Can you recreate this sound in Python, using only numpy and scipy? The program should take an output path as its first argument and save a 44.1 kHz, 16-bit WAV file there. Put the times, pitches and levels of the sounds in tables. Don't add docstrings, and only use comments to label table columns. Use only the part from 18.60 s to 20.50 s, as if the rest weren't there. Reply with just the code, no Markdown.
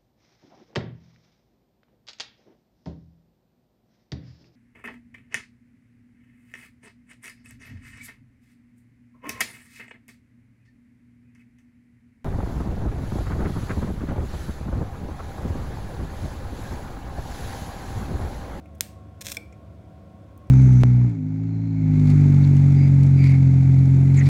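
import sys
import numpy as np
from scipy import signal
from scipy.fft import rfft, irfft
from scipy.io import wavfile

SR = 44100
rng = np.random.default_rng(int(sys.argv[2]) if len(sys.argv) > 2 else 0)


def to_wav(sig):
    pcm = np.clip(np.atleast_2d(sig), -1, 1) * 32767
    pcm = np.round(pcm).astype(np.int16)
    wavfile.write(sys.argv[1], SR, pcm.T)


N = 83790
TIME_S, FREQ_HZ = np.arange(N) / SR, np.fft.rfftfreq(N, 1 / SR)


def undb(db):
    return 10 ** (np.asarray(db) / 20)


def unit(x):
    return x / np.sqrt(np.mean(x ** 2))


def since(start_s):
    return np.maximum(TIME_S - start_s, 0)


def fade(start_s, decay_s):
    age_s = since(start_s)
    return (age_s > 0) * np.exp(-age_s / decay_s)


def convolve(x, response):
    return signal.fftconvolve(x, response)[:N]


def gains(colour, size):
    hz, db = np.array(colour, float).T
    bins_hz = np.fft.rfftfreq(size, 1 / SR) + 1
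    return undb(np.interp(np.log(bins_hz), np.log(hz), db))


def click(colour, size=1024):
    cepstrum = irfft(np.log(gains(colour, size)))
    cepstrum[1:size // 2] *= 2
    cepstrum[size // 2 + 1:] = 0
    pulse = irfft(np.exp(rfft(cepstrum)))
    return pulse / np.abs(pulse).max()


def noise_spectrum():
    return rfft(rng.standard_normal(N))


def band_noise(hz, width_hz):
    bins_hz = FREQ_HZ + 1
    detuning = (bins_hz - hz ** 2 / bins_hz) / width_hz
    return unit(irfft(noise_spectrum() / (1 + detuning ** 2), N))


def walk(rate_hz):
    lowpass = (FREQ_HZ > 0) * np.exp(-(FREQ_HZ / rate_hz) ** 2)
    return unit(irfft(noise_spectrum() * lowpass, N))


def tone(hz, waver):
    sway = 1 + waver * (walk(rate_hz=8.2) + 1j * walk(rate_hz=7.5))
    carrier = np.exp(2j * np.pi * (hz * TIME_S + rng.random()))
    return unit(np.real(sway * carrier))


# f/Hz, rms level/dB, waver depth
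HUM_TONES = [(75.7, -51.5, .8), (100, -51, 0.16), (110, -57.5, 1.5), (149.2, -58.5, .8), (172, -59.5, 2.4),
             (200.6, -56, 0.27), (226.5, -64, .6), (301.2, -61.5, .3), (476.3, -74, .7), (550.3, -64.5, .9),
             (659.2, -64, .5), (746.4, -65.5, 0.46), (956, -78, 1.9), (1367, -77, 1.2)]

def hum():
    return sum(undb(db) * tone(hz, waver) for hz, db, waver in HUM_TONES)


# f/Hz, relative level/dB
AIR_COLOUR = [(25, -44.5), (43, -24), (58, -7.5), (84, -2), (112, -3), (130, -12), (195, -13.5), (320, -13),
              (430, -21.5), (520, -16.5), (700, -17.5), (840, -33), (960, -27), (1260, -34.5),
              (1460, -30.5), (1740, -38), (2100, -36), (3050, -42.5), (3400, -40), (3900, -45),
              (8000, -51.5), (16000, -58.5)]

def air(level_db=-49):
    return undb(level_db) * unit(irfft(noise_spectrum() * gains(AIR_COLOUR, N), N))


# t/s, gain/dB
WHINE_SWELL = [(0, -2), (.27, -5), (.38, 5.5), (.52, -6.5), (.63, 2), (.88, -5.5), (1.039, 5.5), (1.2, -7),
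               (1.44, 1), (1.58, -4), (1.84, 4.5), (1.9, 3)]

def fan_whine():
    whine = undb(-66) * tone(hz=1081.4, waver=0.53)
    whirr = undb(-71.5) * band_noise(hz=1104, width_hz=89)
    times_s, swell_db = np.array(WHINE_SWELL).T
    return (whine + whirr) * undb(np.interp(TIME_S, times_s, swell_db))


# t/s, level/dB, centre f/Hz, width/Hz, 1/e decay/s
PART_TICKS = [(0.0583, -54, 2360, 445, 0.0056), (0.058, -62, 8000, 9000, 0.0018),
              (.15, -60, 9800, 10000, .005), (0.183, -63, 11800, 8000, 0.003),
              (0.9253, -58.5, 6740, 3000, .004), (0.9246, -55, 2300, 303, 0.012),
              (1.777, -50, 11620, 7950, .0015), (1.872, -66, 7000, 5000, 0.0018)]

def ticks():
    return sum(undb(db) * band_noise(hz, width_hz) * fade(start_s, decay_s)
               for start_s, db, hz, width_hz, decay_s in PART_TICKS)


# f/Hz, relative level/dB
SPARK_COLOUR = [(150, -29.5), (500, -9.5), (1200, -14), (1650, -4), (2300, -2), (4000, -2), (6000, -2.5),
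                (9300, -0.5), (10400, -9.5), (11800, -3.5), (16000, -8.5)]

def snap(start_s=.2086, level_db=2.5):
    impulse = signal.unit_impulse(N, int(start_s * SR))
    return undb(level_db) * convolve(impulse, click(SPARK_COLOUR))


# f/Hz, relative level/dB
BURNING_COLOUR = [(150, -21.5), (600, -5.5), (1250, -15), (1650, -1.5), (2000, -4.5), (2400, 1),
                  (5400, -3.5), (9300, -2), (10400, -10), (11800, -3), (16000, -10.5)]
# t/s, level/dB
SIZZLE_ENVELOPE = [(.608, -70), (0.61, -43), (0.618, -52), (.631, -65), (.642, -54), (.651, -47.5),
                   (.676, -44.5), (.693, -45.5), (.701, -38), (0.707, -48.5), (.716, -42), (0.719, -32.5),
                   (0.7253, -39), (0.73, -50.5), (0.744, -54), (0.748, -39.5), (0.749, -49), (0.765, -54)]

def sizzle(rate_per_s=9000, scatter_db=2):
    fires = rng.random(N) < rate_per_s / SR
    sizes = undb(scatter_db * rng.exponential(size=N))
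    signs = rng.choice([-1, 1], N)
    crackle = unit(convolve(fires * sizes * signs, click(BURNING_COLOUR)))
    times_s, db = np.array(SIZZLE_ENVELOPE).T
    return crackle * np.interp(TIME_S, times_s, undb(db), left=0, right=0)


# t/s, level/dB, treble limit f/Hz
SPIT_PULSES = [(.6108, -27, 18000), (.613, -23, 14030), (.6147, -16.5, 18000), (.6166, -33, 14000),
               (.6189, -19, 15000), (.623, -20, 18000), (.6255, -35, 18000), (.6497, -22.5, 17900),
               (.6537, -29, 8960), (.6567, -19, 11930), (.6608, -18, 18000), (.668, -8, 9400),
               (.6718, -11, 4000), (.6802, -20, 6500), (.6843, -18, 13000), (.6863, -11.5, 5960),
               (.7191, -10, 14000), (.7199, -10.5, 2980), (.7205, -32, 18000), (.7252, -17, 18000)]

def spits():
    spectrum = 0
    for start_s, db, limit_hz in SPIT_PULSES:
        delay = np.exp(-2j * np.pi * FREQ_HZ * start_s)
        lowpass = 1 / np.sqrt(1 + (FREQ_HZ / limit_hz) ** 4)
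        spectrum += undb(db) * delay * lowpass
    return convolve(irfft(spectrum, N), click(BURNING_COLOUR))


# f/Hz, relative level/dB, rise/s, t60/s
POP_MODES = [(478, -29.5, 0.0014, 0.25), (672, -29, 0.0015, 0.088), (840, -36, 0.0028, 0.11),
             (1530, -28, 0.0017, 0.048), (2310, 12, .0033, .011), (2335, -35.5, .004, 0.26),
             (3490, -10, 0.0029, 0.016), (4310, -50, 0.0022, 0.26), (5330, -8.5, 0.0014, 0.0082),
             (6440, -32, 0.0011, 0.0075), (7740, -19.5, 0.00078, 0.015), (8850, -17, .0004, 0.0056)]

def burst(start_s=.7686, ring_gain_db=-12, crack_db=-27.5):
    age_s = since(start_s)
    ring = 0
    for hz, db, rise_s, t60_s in POP_MODES:
        attack = 1 - np.exp(-(age_s / rise_s) ** 2)
        ring += attack * undb(db - 60 * age_s / t60_s) * np.sin(2 * np.pi * hz * age_s)
    gas = unit(convolve(rng.standard_normal(N), click(BURNING_COLOUR)))
    crack = gas * fade(start_s, decay_s=.0015)
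    return undb(ring_gain_db) * ring + undb(crack_db) * crack


# f/Hz, relative level/dB
DIRECT_COLOUR = [(2400, -1), (2950, -7), (3500, 0.5), (4200, 1), (4750, -5), (5300, 3), (9500, -1),
                 (10900, -4.5), (11900, 3), (13000, -9), (14200, 1.5)]
# delay t/s, level/dB
BENCH_ECHOES = [(.0029, -22), (.0056, -23)]

def bench(x, scatter_db=-13, t60_s=.022):
    scatter = band_noise(hz=7900, width_hz=30000) * fade(0, t60_s / np.log(1000))
    early = undb(scatter_db) * scatter / np.linalg.norm(scatter)
    for delay_s, db in BENCH_ECHOES:
        early[int(delay_s * SR)] += undb(db)
    return convolve(x, click(DIRECT_COLOUR)) + convolve(x, early)


# f/Hz, level/dB, t60/s
ROOM_BANDS = [(500, -12, .45), (2240, -15.5, 0.34), (6040, -18.5, 0.35), (14200, -17, .25)]

def room(x, delay_s=.008):
    log_centres = np.log([hz for hz, _, _ in ROOM_BANDS])
    noise, tail = noise_spectrum(), 0
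    for one_hot, (_, db, t60_s) in zip(np.eye(len(ROOM_BANDS)), ROOM_BANDS):
        band = np.interp(np.log(FREQ_HZ + 1), log_centres, one_hot)
        envelope = fade(delay_s, t60_s / np.log(1000))
        tail += undb(db) * irfft(noise * band, N) * envelope / np.linalg.norm(envelope)
    return convolve(x, tail)


def scene():
    part = snap() + sizzle() + spits() + burst() + ticks()
    return (bench(part) + room(part) + hum() + air() + fan_whine())[None]


def record(dry):
    cutoff_hz = 16100
    return signal.sosfilt(signal.ellip(8, .2, 70, cutoff_hz, fs=SR, output="sos"), dry)


dry = scene()
out = record(dry)
to_wav(out)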